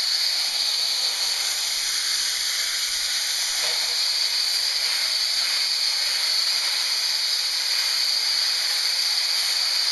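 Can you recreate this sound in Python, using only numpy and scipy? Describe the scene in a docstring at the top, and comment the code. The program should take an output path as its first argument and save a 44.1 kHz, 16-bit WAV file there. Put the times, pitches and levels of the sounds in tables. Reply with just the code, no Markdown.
"""Two hand-held suction grippers hiss on compressed air as they set down a foam sheet; while the cups
are sealed, their venturi exhaust rings near 4.6 kHz. At 1.1 and 1.4 s they let go, and the open cups
draw air with a brighter rush. Near 3.7 and 3.9 s they slurp onto another sheet, the ring returns, and
the hiss surges as the foam is swung about. Throughout, the table's echo combs the hiss as the hands
move, in a small hard room heard through a little mono camera's microphone."""
import sys
import numpy as np
from scipy import signal
from scipy.fft import rfft, irfft
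from scipy.io import wavfile
from scipy.ndimage import uniform_filter1d

SR = 44100
rng = np.random.default_rng(int(sys.argv[2]) if len(sys.argv) > 2 else 0)


def digitize_waveform(pressure):
    """Quantize a signal to 16-bit integers and store it at the path in sys.argv[1].

    Rows of a 2-D input are taken as channels; values are limited to [-1, 1].
    """
    field = np.atleast_2d(pressure).T
    bounded = np.clip(field, -1, 1)
    quanta = np.round(bounded * 32767).astype(np.int16)
    wavfile.write(sys.argv[1], SR, quanta)


N = 437031
TIME = np.arange(N) / SR
BINS_HZ = np.maximum(np.arange(N // 2 + 1) * SR / N, 1)

# each cup drops one sheet and seizes the next (release [s], seal [s], share of the air [0-1])
CUP_GRIPS = [(1.105, 3.69, .66), (1.382, 3.91, .34)]


def undb(db):
    """Decibels to gain."""
    return 10 ** (np.asarray(db) / 20)


def colour(points):
    """EQ curve through (frequency [Hz], level [dB]) points, 35 dB down beyond the last."""
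    hz, db = np.transpose(points)
    return undb(np.interp(np.log(BINS_HZ), np.log(hz), db, left=db[0], right=db[-1] - 35))


def resonance(hz, width_hz):
    """EQ curve of a resonance applied twice, for steep skirts."""
    return 1 / (1 + ((BINS_HZ / hz - hz / BINS_HZ) * hz / width_hz) ** 2)


def equalise(x, eq):
    """Filter by a gain for every frequency."""
    return irfft(rfft(x) * eq, N)


def noise(eq):
    """Coloured noise with rms 1."""
    x = equalise(rng.standard_normal(N), eq)
    return x / x.std()


def wobble(rate_hz):
    """Slewed random sample-and-hold, a modulator with rms near 1.6."""
    hold = max(int(SR / rate_hz), 1)
    steps = np.repeat(rng.standard_normal(N)[:N // hold + 1], hold)
    return 1.92 * uniform_filter1d(steps, hold)[:N]


def swell(at_s, half_length_s):
    """A smooth rise and fall, 1 at its peak."""
    return np.exp(-np.square((TIME - at_s) / half_length_s))


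def openness(lag_s=0, seal_s=0.014):
    """Share of the air drawn through cups that are off the foam, 0-1."""
    step = lambda at_s: 0.5 + 0.5 * np.tanh((TIME - at_s) / seal_s)
    return sum(share * (step(release + lag_s) - step(seal)) for release, seal, share in CUP_GRIPS)


def hovering(hover_s=0.36):
    """How near the cups' lips are to lifting or landing, 0-1."""
    return sum(share * (swell(release, hover_s) + swell(seal, hover_s))
               for release, seal, share in CUP_GRIPS)


def rumble(level_db=-65.5, open_db=5.5, waver_db=2.0):
    """A faint, uneven low bed that lifts while the open cups are handled."""
    # tone of the rumble (frequency [Hz], level [dB])
    rumble_eq = [(20, 2), (45, -12), (68, 0.5), (95, -25), (160, -24), (300, -20), (800, -35)]
    return noise(colour(rumble_eq)) * undb(level_db + open_db * openness() + waver_db * wobble(9))


def room(x, t60_s=0.24, wet_db=-8.0, crossfade_s=0.25):
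    """Close, hard walls; as the hands move, one pattern of reflections fades into the next."""
    decay = np.exp(-np.log(1000) * TIME[:SR // 2] / t60_s)
    wet = np.zeros(N + len(decay))
    for at_s in np.arange(0, TIME[-1] + crossfade_s, crossfade_s):
        near = np.flatnonzero(abs(TIME - at_s) < crossfade_s)
        fade = np.cos(np.pi / 2 * (TIME[near] - at_s) / crossfade_s)
        tail = rng.standard_normal(len(decay)) * decay
        echoes = signal.fftconvolve(x[near] * fade, tail / np.linalg.norm(tail))
        wet[near[0]:near[0] + len(echoes)] += echoes
    return (x + undb(wet_db) * wet[:N]) / np.hypot(1, undb(wet_db))


def table_comb(jet):
    """The jet plus its bounce off the table or sheet: a comb that sweeps with the hands' height."""
    # the bounce comes later as the hands rise (time [s], delay [ms], strength [0-1])
    bounce = [(0, .68, 0), (.12, 0.69, 0.37), (.25, 0.42, 0.07), (.55, 0.29, 0.3), (.95, 0.31, 0.34),
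              (1.3, .24, 0.18), (1.6, 0.27, 0), (1.95, 0.63, .36), (2.2, 0.6, .42), (2.7, 0.6, 0.38),
              (3.3, .57, 0.2), (3.62, .57, .28), (3.7, 1.53, 0.06), (4.3, 2.0, 0.09), (5.3, 1.7, 0),
              (6.1, 2.08, 0.07), (9.91, 1.9, 0.05)]
    times, delays_ms, strengths = np.transpose(bounce)
    delay_s = np.interp(TIME, times, delays_ms) / 1000
    echo = np.interp(TIME - delay_s, TIME, jet)
    return jet + np.interp(TIME, times, strengths) * echo


def lip_slurps(attack_s=0.008):
    """Air squeezes between lip and foam, coloured by the hollow of the cup."""
    # a lip lifts or lands (start [s], length [s], level [dB])
    slurps = [(1.066, .07, -56), (3.624, 0.13, -30), (3.81, 0.14, -40)]
    # resonances of the closing cup (frequency [Hz], width [Hz], level [dB])
    cup_modes = [(196, 34, -13), (487, 23, -1), (640, 110, -3), (2300, 1300, -9), (3640, 700, -5)]
    envelope = 0
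    for start_s, length_s, db in slurps:
        age = np.maximum(TIME - start_s, 0)
        envelope += undb(db) * (1 - np.exp(-age / attack_s)) * np.exp(-(age / length_s) ** 4)
    hollow = sum(undb(db) * resonance(hz, width) for hz, width, db in cup_modes)
    return envelope * noise(hollow)


def bore_ring(pitch_hz=4550, width_hz=834, rise_hz_per_s=4, sag_hz=90.06, wander_hz=20, flutter_db=0.18):
    """Noise rings in the exhaust bore; pitch and level waver with the turbulence."""
    pressed = hovering() * (1 - openness())  # a sealed cup pushed onto the foam
    hz = pitch_hz + rise_hz_per_s * TIME - sag_hz * pressed
    shift_hz = hz - hz.mean() + wander_hz * wobble(14)
    band = signal.hilbert(noise(resonance(hz.mean(), width_hz)))
    ring = np.real(band * np.exp(2j * np.pi * np.cumsum(shift_hz) / SR))
    return ring * undb(flutter_db * wobble(45))


def grippers(intake_lag_s=0.06, sway_db=0.46, flutter_db=0.34):
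    """Turbulent air through nozzle, bore and cups: sealed cups ring, open ones gulp air and brighten."""
    # the four bands of the air flow, dark to bright (frequency [Hz], level [dB])
    roar_eq = [(60, -53), (160, -20.5), (250, -13.5), (430, -10), (510, -4), (850, 2.5), (1100, -2.5),
               (1500, -10), (2500, -31)]
    exhaust_eq = [(700, -43), (1100, -11.5), (1450, -3), (1750, -2.5), (2150, 3.5), (2600, 0.5),
                  (3200, -4.5), (3800, -5.5), (4500, 3), (6000, -32)]
    intake_eq = [(2400, -31.5), (3200, -3.5), (4200, 2), (5400, 1), (6100, 1.5), (7200, -1), (8200, -22),
                 (10000, -23)]
    spray_eq = [(6000, -25), (7500, 6), (8500, -0.5), (9600, 2), (10400, -0.5), (11600, 1.5), (12500, -12)]
    # foam sweeping past the jets throws the hiss at the microphone
    # (time [s], half length [s], exhaust boost [dB], spray boost [dB])
    swings = [(0.442, .15, 0.6, .8), (.9, 0.18, 0, 0.5), (2.594, 0.2, 2.0, -1), (3.154, .1, 1.5, -1),
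              (3.653, 0.081, 3, -0.2), (4.55, .1, 0.3, 3), (4.94, 0.12, 3.4, 3), (5.504, 0.11, 5, 2.3),
              (6.123, 0.15, 4.5, 2.5), (6.707, 0.19, 4, 2), (7.86, 0.19, 2, 2.0), (8.68, 0.16, 2.2, 2.3),
              (9.06, 0.097, 1.3, 1.2), (9.46, 0.092, 2.5, 5)]
    opened, drawing, hover = openness(), openness(intake_lag_s), hovering()
    surge_db = sum(db * swell(at, half) for at, half, db, _ in swings) + sway_db * wobble(5)
    swish_db = sum(db * swell(at, half) for at, half, _, db in swings)
    stall_db = -5 * swell(1.145, 0.035)  # the bore stalls as the first seal breaks
    # each fader in dB: sealed level, then rides for open cups, hovering lips and swings
    roar = noise(colour(roar_eq)) * undb(-46 + 0.18 * opened + 3 * hover + 0.78 * surge_db)
    exhaust = noise(colour(exhaust_eq)) * undb(-32.5 + 0.69 * opened - 0.29 * hover + surge_db)
    ring = bore_ring() * undb(-23 - 6.5 * opened - 0.16 * hover - 0.43 * swish_db + stall_db)
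    intake = noise(colour(intake_eq)) * undb(-31.5 + 5.46 * drawing + 1.3 * hover + 0.67 * swish_db)
    spray = noise(colour(spray_eq)) * undb(-35.5 + 3.4 * drawing + 0.61 * hover + swish_db)
    hiss = table_comb(roar + exhaust + ring) + intake + spray
    return hiss * undb(flutter_db * wobble(60))  # large eddies shake the whole flow together


def scene():
    """Hiss in the room, dry slurps and rumble meet at one microphone that feeds both channels."""
    mono = room(grippers()) + lip_slurps() + rumble()
    return np.array([mono, mono])


def record(dry, top_hz=11830):
    """The camera cuts the top like a brick wall and notches four narrow bands."""
    # dead bands in the treble (frequency [Hz], half width [Hz], steepness [exponent])
    notches = [(2716, 116, 1.11), (5488, 196, 1), (7840, 243, 3.22), (10960, 136, 1.53)]
    eq = 1 / np.sqrt(1 + (BINS_HZ / top_hz) ** 900)
    for hz, half_width, steepness in notches:
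        dip = 1 / (1 + np.square((BINS_HZ - hz) / half_width))
        eq *= (1 - dip) ** steepness
    return equalise(dry, eq)


dry = scene()
out = record(dry)
digitize_waveform(out)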